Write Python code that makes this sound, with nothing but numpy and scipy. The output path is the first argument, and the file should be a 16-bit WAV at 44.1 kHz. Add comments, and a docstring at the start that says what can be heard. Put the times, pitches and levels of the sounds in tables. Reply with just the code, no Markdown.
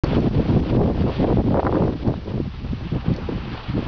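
"""A small camera held above a bicycle rolling over snow at night; its one microphone port faces the headwind.
After a moment of silence lumpy noise gusts buffet the port, brighter as their flutter share grows; before 2 s
the strong ones level off at a common strength, and short wavering slaps crowd near 1.6 s; later the gusts are
mostly weaker, with some dull thuds. Below run deep noise swings and the tyres' rush of random grains and smooth
noise; the bike ticks as dying sines at the start, near 2.1 s and after 3.1 s, over a faint filtered noise hiss."""
import sys
import numpy as np
from scipy import signal
from scipy.fft import rfft, irfft
from scipy.io import wavfile
from scipy.ndimage import uniform_filter1d

SR = 44100
rng = np.random.default_rng(int(sys.argv[2]) if len(sys.argv) > 2 else 0)


def to_wav(sig):
    """Store sig (one row per channel, or 1-D mono) as 16-bit WAV at the path in sys.argv[1].

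    Samples outside -1..1 are clipped; the rate is SR.
    """
    pcm = np.clip(np.atleast_2d(sig), -1, 1) * 32767
    pcm = np.round(pcm).astype(np.int16)
    wavfile.write(sys.argv[1], SR, pcm.T)  # frames by channels


def elevation(decibels):
    """Turn decibel levels (scalar or array-like) into linear amplitude ratios."""
    levels = np.asarray(decibels, float)
    return 10 ** (levels / 20)


N = 170667  # length in samples


def rms_one(x):
    """Scale to rms 1."""
    return x / np.sqrt(np.mean(x ** 2) + 1e-20)


def in_time(rows):
    """Join each column of a timed table by straight lines in time."""
    seconds, *columns = np.transpose(rows)
    return [np.interp(np.arange(N) / SR, seconds, column) for column in columns]


def at_hz(points, hz):
    """Read a table of (Hz, value) on a log-frequency axis."""
    table_hz, values = np.transpose(points)
    return np.interp(np.log(hz), np.log(table_hz), values)


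def drift(rate_hz):
    """Random wander of spread 1: noise through a two-pole low-pass, made at a twentieth of the sample rate."""
    pole = np.exp(-40 * np.pi * rate_hz / SR)
    noise = rng.standard_normal(N // 20 + 2002)
    slow = signal.lfilter([1], [1, -2 * pole, pole * pole], noise)[2000:]  # past the filter's settling
    return np.interp(np.arange(N) / 20, np.arange(len(slow)), rms_one(slow))


def bands(x, spectrum, centres):
    """Colour x and split it into overlapping bands that sum to the whole."""
    hz = np.maximum(np.arange(N // 2 + 1) * SR / N, 1)
    shaped = rfft(x) * elevation(at_hz(spectrum, hz))
    weights = [np.interp(np.log(hz), np.log(centres), row) for row in np.eye(len(centres))]
    return np.array([irfft(shaped * weight, N) for weight in weights])


def wind():
    """Eddies pass the port: faster air tilts the noise colour up, and the level comes in lumps."""
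    # Buffeting at the port. Each row: time in seconds, level in dB before levelling off,
    # share of the 400-1500 Hz flutter in dB.
    gust_rows = [(0.04, -9, -12.5), (0.06, -32, 5), (0.07, -23, -15.5), (0.194, -14, -12.5),
                 (0.22, -23, -14.5), (0.278, -13.5, -10.5), (0.3, -49, -10), (0.31, -22, -18.5),
                 (0.39, -12.5, -12.5), (0.416, -18, -19), (0.432, -30.5, -7), (0.464, -20, -20),
                 (0.476, -34.5, -17.5), (0.496, -6, -18), (0.582, -13.5, -17), (0.65, -29, -10),
                 (0.768, -9, -13.5), (0.848, -13, -13), (0.864, -18.5, -13), (0.906, -17.5, -8),
                 (0.928, -27, -12), (1.06, -15.5, -15), (1.066, -22, -6.5), (1.076, -15.5, -10.5),
                 (1.15, -42, -1), (1.188, -18.5, -16), (1.246, -7.5, -9), (1.268, -23, -8.5),
                 (1.316, -16, -4), (1.354, -18, -20), (1.402, 3, -9.5), (1.428, -35.5, -15.5),
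                 (1.46, -11, -14.5), (1.53, -17, -11.5), (1.56, -11, -6.5), (1.598, -22, -6.5),
                 (1.614, -35, -5), (1.668, -11, -10.5), (1.688, -26, -9.5), (1.71, -19.5, -8.5),
                 (1.755, -10.5, -7.5), (1.785, -22, -8), (1.832, -9, -11), (1.854, -17.5, -10.5),
                 (1.95, -28, -10), (1.96, -21.5, -11.5), (1.99, -40.5, -14), (2.082, -13.5, -14),
                 (2.134, -31.5, -7.5), (2.178, -26, -23.5), (2.198, -41.5, -5.5), (2.252, -40, -10.5),
                 (2.278, -28.5, -16), (2.312, -27.5, -6.5), (2.35, -23.5, -14.5), (2.412, -20.5, -14),
                 (2.422, -27.5, -27), (2.47, -29.5, -13), (2.48, -24, -32.5), (2.512, -50.5, -10),
                 (2.624, -32, -18.5), (2.646, -28.5, -14), (2.694, -42, -10), (2.714, -25, -20.5),
                 (2.73, -22, -23.5), (2.768, -43, -16), (2.804, -33.5, -12.5), (2.868, -25, -22),
                 (2.884, -53, 6), (2.906, -37, -31), (2.922, -20.5, -15.5), (2.96, -20, -12),
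                 (2.98, -28, -17.5), (3.002, -32.5, -32), (3.018, -47.5, -9), (3.07, -26, -17),
                 (3.085, -19, -10), (3.124, -15, -23.5), (3.14, -29.5, -21.5), (3.182, -33, -2),
                 (3.262, -25, -27), (3.274, -47, -10.5), (3.292, -19, -11.5), (3.308, -35, -12.5),
                 (3.325, -22, -13), (3.406, -33.5, -15.5), (3.54, -27.5, -17), (3.566, -43.5, 9.5),
                 (3.676, -45, 0.5), (3.686, -21, -28), (3.705, -12, -25.5), (3.724, -43.5, -17.5),
                 (3.74, -23.5, -17.5), (3.772, -22, -16), (3.8, -19.5, -19), (3.846, -42, -8),
                 (3.86, -32.5, -15), (3.87, -21.5, -16.5)]
    # Mean colour of the buffeting. Each row: frequency in Hz, relative density in dB per Hz.
    wind_colour = [(40, -12.5), (70, -0.5), (110, 0), (200, -1.5), (320, -4), (500, -11), (700, -18.5),
                   (1000, -24.5), (1350, -39.5), (1800, -42.5), (2500, -51), (4000, -95.5)]
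    # How the colour follows the flutter. Each row: frequency in Hz, change in dB per dB of flutter share.
    flutter_tilt = [(60, 0.63), (130, -0.68), (250, -0.08), (500, 1.77), (1000, 1.08), (1500, 2.5),
                    (2500, 0.5)]
    strongest_db = -15  # gusts level off here
    mean_flutter_db = -12  # flutter share at which the mean colour holds
    quicken_db, quicken_hz = 3, 110  # random swings of the flutter share
    eddy_db, eddy_hz = 2, 60  # random lumps in level
    even, even_s = 0.55, 0.023  # how far a gust holds its strength, over what time

    level_db, flutter_db = in_time(gust_rows)
    level_db = -3 * np.logaddexp(-level_db / 3, -strongest_db / 3)
    centres = np.geomspace(25, 2500, 14)
    parts = bands(rng.standard_normal(N), wind_colour, centres)
    quick_db = flutter_db - mean_flutter_db + quicken_db * drift(quicken_hz)
    gains = elevation(at_hz(flutter_tilt, centres)[:, None] * quick_db)
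    # The tilt changes colour only: divide by the loudness it would add.
    total = np.sqrt(np.mean(parts ** 2, axis=1) @ gains ** 2)
    air = (parts * gains).sum(axis=0) / total
    local_power = uniform_filter1d(air ** 2, int(even_s * SR))
    air = air / (local_power + .05) ** (even / 2)
    lumps = elevation(eddy_db * drift(eddy_hz))
    return elevation(level_db) * rms_one(lumps * air)


def slaps():
    """Each slap or thud is a short swelling and dying flutter of uneven pitch, with a kink at its height."""
    # Wind slaps and, at low pitch, dull thuds. Each row: time in seconds, 2 ms ahead of the height,
    # level of the main swing in dB, its pitch in Hz.
    slap_rows = [(0.039, -19.5, 1066), (0.565, -13.5, 600), (0.899, -22, 700), (1.066, -20, 554),
                 (1.243, -15, 670), (1.371, -8.5, 413), (1.51, -41, 910), (1.542, -13, 810),
                 (1.57, -13.5, 790), (1.593, -9, 667), (1.597, -12, 800), (1.6, -16, 700),
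                 (1.6295, -11.5, 750), (1.649, -17, 906), (1.66, -26, 682), (1.666, -7.5, 1126),
                 (1.67, -10.5, 835), (1.6705, -19.5, 1120), (1.675, -18, 944), (1.693, -17.5, 690),
                 (1.724, -12, 800), (1.754, -18, 970), (1.769, -18.5, 900), (1.821, -15, 794),
                 (1.837, -21, 804), (1.879, -20, 985), (2.138, -21, 715), (2.354, -13.5, 178),
                 (2.401, -13, 281), (3.061, -22.5, 333), (3.083, -11, 143), (3.293, -17, 202),
                 (3.32, -20, 263), (3.778, -16, 398), (3.79, -16, 254), (3.825, -18.5, 300)]
    cycles, rough = 0.82, 0.33  # half-width in cycles of the pitch; strength of the side pitches
    edge_db, edge_s = -15, 0.00016  # kink level against the swing; its half-width at 900 Hz pitch

    t = np.arange(-1000, 1000) / SR
    out = np.zeros(N + 2000)
    phases = rng.uniform(0, 2 * np.pi, (len(slap_rows), 4))
    for (s, db, hz), p in zip(slap_rows, phases):
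        turns = 2 * np.pi * hz * t
        side = np.sin(0.49 * turns + p[1]) + np.sin(1.613 * turns + p[2]) + 0.14 * np.sin(2 * turns + p[3])
        swing = np.sin(turns + p[0]) + rough * side
        swell = np.exp(-((t - .002) * hz / cycles) ** 2)
        edge = (t - .002) / edge_s * hz / 900
        kink = np.sign(np.cos(p[0])) * 2 * edge * np.exp(-edge ** 2)
        start = int(s * SR)
        out[start:start + 2000] += elevation(db) * swing * swell + elevation(db + edge_db) * kink
    return out[1000:N + 1000]


def rumble():
    """Slow, deep pressure swings of the air stream: low noise, steadier than the gusts."""
    # Strength of the swings. Each row: time in seconds, level in dB.
    rumble_rows = [(0.04, -24), (0.4, -28), (0.6, -24), (0.65, -28.5), (0.89, -27.5), (0.94, -29.5),
                   (0.99, -26.5), (1.13, -29.5), (1.2, -28.5), (1.74, -32), (1.87, -25), (1.93, -33),
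                   (2.41, -32.5), (2.57, -34.5), (2.71, -29), (2.78, -30.5), (2.97, -32.5), (3.0, -33.5),
                   (3.24, -30), (3.29, -30), (3.35, -29.5), (3.63, -38), (3.76, -31), (3.87, -30)]
    # Colour of the swings. Each row: frequency in Hz, relative density in dB per Hz.
    deep_colour = [(10, -15), (22, -2), (40, 2.5), (65, 5.5), (90, -0.5), (150, -1.5), (300, -45)]
    level_db, = in_time(rumble_rows)
    noise = bands(rng.standard_normal(N), deep_colour, [20, 300]).sum(axis=0)
    return elevation(level_db) * rms_one(noise)


def tyres():
    """Crushed snow: dense random grains over a smooth rush, patchy by band."""
    # Rush of the tyres in the snow. Each row: time in seconds, level in dB before the lift below.
    roll_rows = [(0.05, -42), (0.16, -38), (0.192, -47.5), (0.276, -44.5), (0.308, -55), (0.334, -44),
                 (0.468, -46), (0.478, -41), (0.604, -46.5), (0.61, -66.5), (0.626, -48), (0.71, -39.5),
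                 (0.722, -55), (0.764, -42), (0.78, -59), (0.826, -48.5), (0.902, -51), (0.912, -53),
                 (0.996, -45.5), (1.066, -46.5), (1.128, -41), (1.24, -43), (1.256, -56), (1.272, -46),
                 (1.362, -49), (1.44, -56), (1.472, -49), (1.59, -56), (1.6, -47.5), (1.626, -57),
                 (1.652, -46), (1.658, -59), (1.674, -59), (1.69, -53.5), (1.758, -47.5), (1.774, -52),
                 (1.87, -52), (1.874, -56), (1.938, -47), (1.95, -61), (1.97, -52), (2.032, -47.5),
                 (2.038, -64), (2.064, -51.5), (2.08, -48), (2.102, -58), (2.134, -52), (2.254, -53.5),
                 (2.292, -49), (2.328, -54), (2.366, -53), (2.53, -53.5), (2.546, -48.5), (2.63, -56),
                 (2.652, -49.5), (2.662, -54), (2.678, -50.5), (3.016, -46.5), (3.028, -50), (3.06, -45.5),
                 (3.134, -47), (3.478, -45), (3.54, -40.5), (3.62, -43.5), (3.822, -44), (3.87, -43)]
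    # Colour of the rush. Each row: frequency in Hz, relative density in dB per Hz.
    snow_colour = [(80, -4), (200, 13), (450, -2), (800, 11), (1200, 9), (1600, 5.5), (2100, 2.5),
                   (2700, 4.5), (3400, 2), (4000, -3), (4700, -5), (5500, -17.5), (6200, -20),
                   (6800, -21.5)]
    # Treble of the rush against its middle. Each row: time in seconds, tilt in dB per octave about 2 kHz.
    bright_rows = [(0.04, -0.2), (1.2, 0.55), (1.6, 1.5), (2.3, 1.3), (3.2, -1.3), (3.55, 0.6),
                   (3.87, -1.5)]
    lift_db = 5.5
    grains_per_s, grain_spread_db, grain_share = 2500, 2.5, .4  # the share is of power
    together_db, alone_db = .91, 1.19  # patchiness common to all bands, and of each band alone

    level_db, = in_time(roll_rows)
    tilt_db, = in_time(bright_rows)
    sizes = elevation(grain_spread_db * np.minimum(rng.exponential(1, N), 4)) * rng.choice([-1, 1], N)
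    grains = rms_one(sizes * (rng.random(N) < grains_per_s / SR))
    source = np.sqrt(grain_share) * grains + np.sqrt(1 - grain_share) * rng.standard_normal(N)
    centres = np.geomspace(300, 6000, 7)
    parts = bands(source, snow_colour, centres) * elevation(np.log2(centres / 2000)[:, None] * tilt_db)
    together = together_db * drift(51)
    rush = sum(part * elevation(together + alone_db * drift(26)) for part in parts)
    return elevation(level_db + lift_db) * rms_one(rush)


def ring(s, db, hz, t60):
    """A dying sine that starts at s seconds and falls 60 dB in t60 seconds."""
    t = np.arange(int(.1 * SR)) / SR
    out = np.zeros(N + len(t))
    start = int(s * SR)
    out[start:start + len(t)] = elevation(db - 60 * t / t60) * np.sin(2 * np.pi * hz * t)
    return out[:N]


def ticks():
    """Small metal ticks from the bike: each strikes the same modes with strengths of its own."""
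    # Each row: start in seconds, level in dB to which the mode levels are added.
    tick_rows = [(0.0418, -28), (0.2044, -43), (2.0762, -43), (3.1383, -40.5), (3.1632, -36.5),
                 (3.8412, -45.5)]
    # Ringing modes of the metal. Each row: frequency in Hz, mean relative level in dB, 60 dB decay in seconds.
    tick_modes = [(4450, -2, .03), (3600, -8, .006), (5100, -4, .009), (5700, -3, .008), (6300, 0, .007)]
    own_db = rng.normal(0, 2, (len(tick_rows), len(tick_modes)))
    out = np.zeros(N)
    for (s, db), extras in zip(tick_rows, own_db):
        for (hz, mode_db, t60), extra_db in zip(tick_modes, extras):
            out += ring(s, db + mode_db + extra_db, hz, t60)
    return out


def hiss():
    """The microphone's own steady hiss: noise, thin in the bass."""
    colour = [(300, -17), (2000, -1.5), (4500, -4.5), (6500, -17.5), (8000, -36.0)]  # (Hz, dB per Hz)
    noise = bands(rng.standard_normal(N), colour, [300, 8000]).sum(axis=0)
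    return elevation(-53.5) * rms_one(noise)


def scene():
    """All sources reach one microphone."""
    return (rumble() + wind() + slaps() + tyres() + ticks() + hiss())[None]


def limiter(x):
    """Gain falls quickly on peaks above the limit, then recovers at a steady rate in dB."""
    limit_db, attack_s, release_db_per_s = -4.5, 0.0016, 148
    ramp = release_db_per_s * np.arange(N) / SR
    # A running maximum on a rising ramp is a peak level that falls steadily.
    held_db = np.maximum.accumulate(20 * np.log10(np.abs(x) + 1e-6) + ramp, axis=1) - ramp
    over_db = np.maximum(held_db - limit_db, 0)
    pole = np.exp(-1 / (attack_s * SR))
    return x * elevation(-signal.lfilter([1 - pole], [1, -pole], over_db))


def top_cut(x):
    """Nothing passes above the cut-off."""
    return signal.sosfilt(signal.butter(12, 6900, fs=SR, output="sos"), x)


def record(dry):
    """A limiter acts, peaks are rounded, the top is cut, and sound begins after a short silence."""
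    ceiling, stop_hz, start_s = .55, 7436, .0362  # the low-pass is 60 dB down from stop_hz upward
    rounded = ceiling * np.tanh(limiter(dry) / ceiling)
    low_pass = signal.cheby2(10, 60, stop_hz, fs=SR, output="sos")
    mix = signal.sosfilt(low_pass, rounded) * (np.arange(N) >= start_s * SR)
    return top_cut(mix)


dry = scene()
out = record(dry)
to_wav(out)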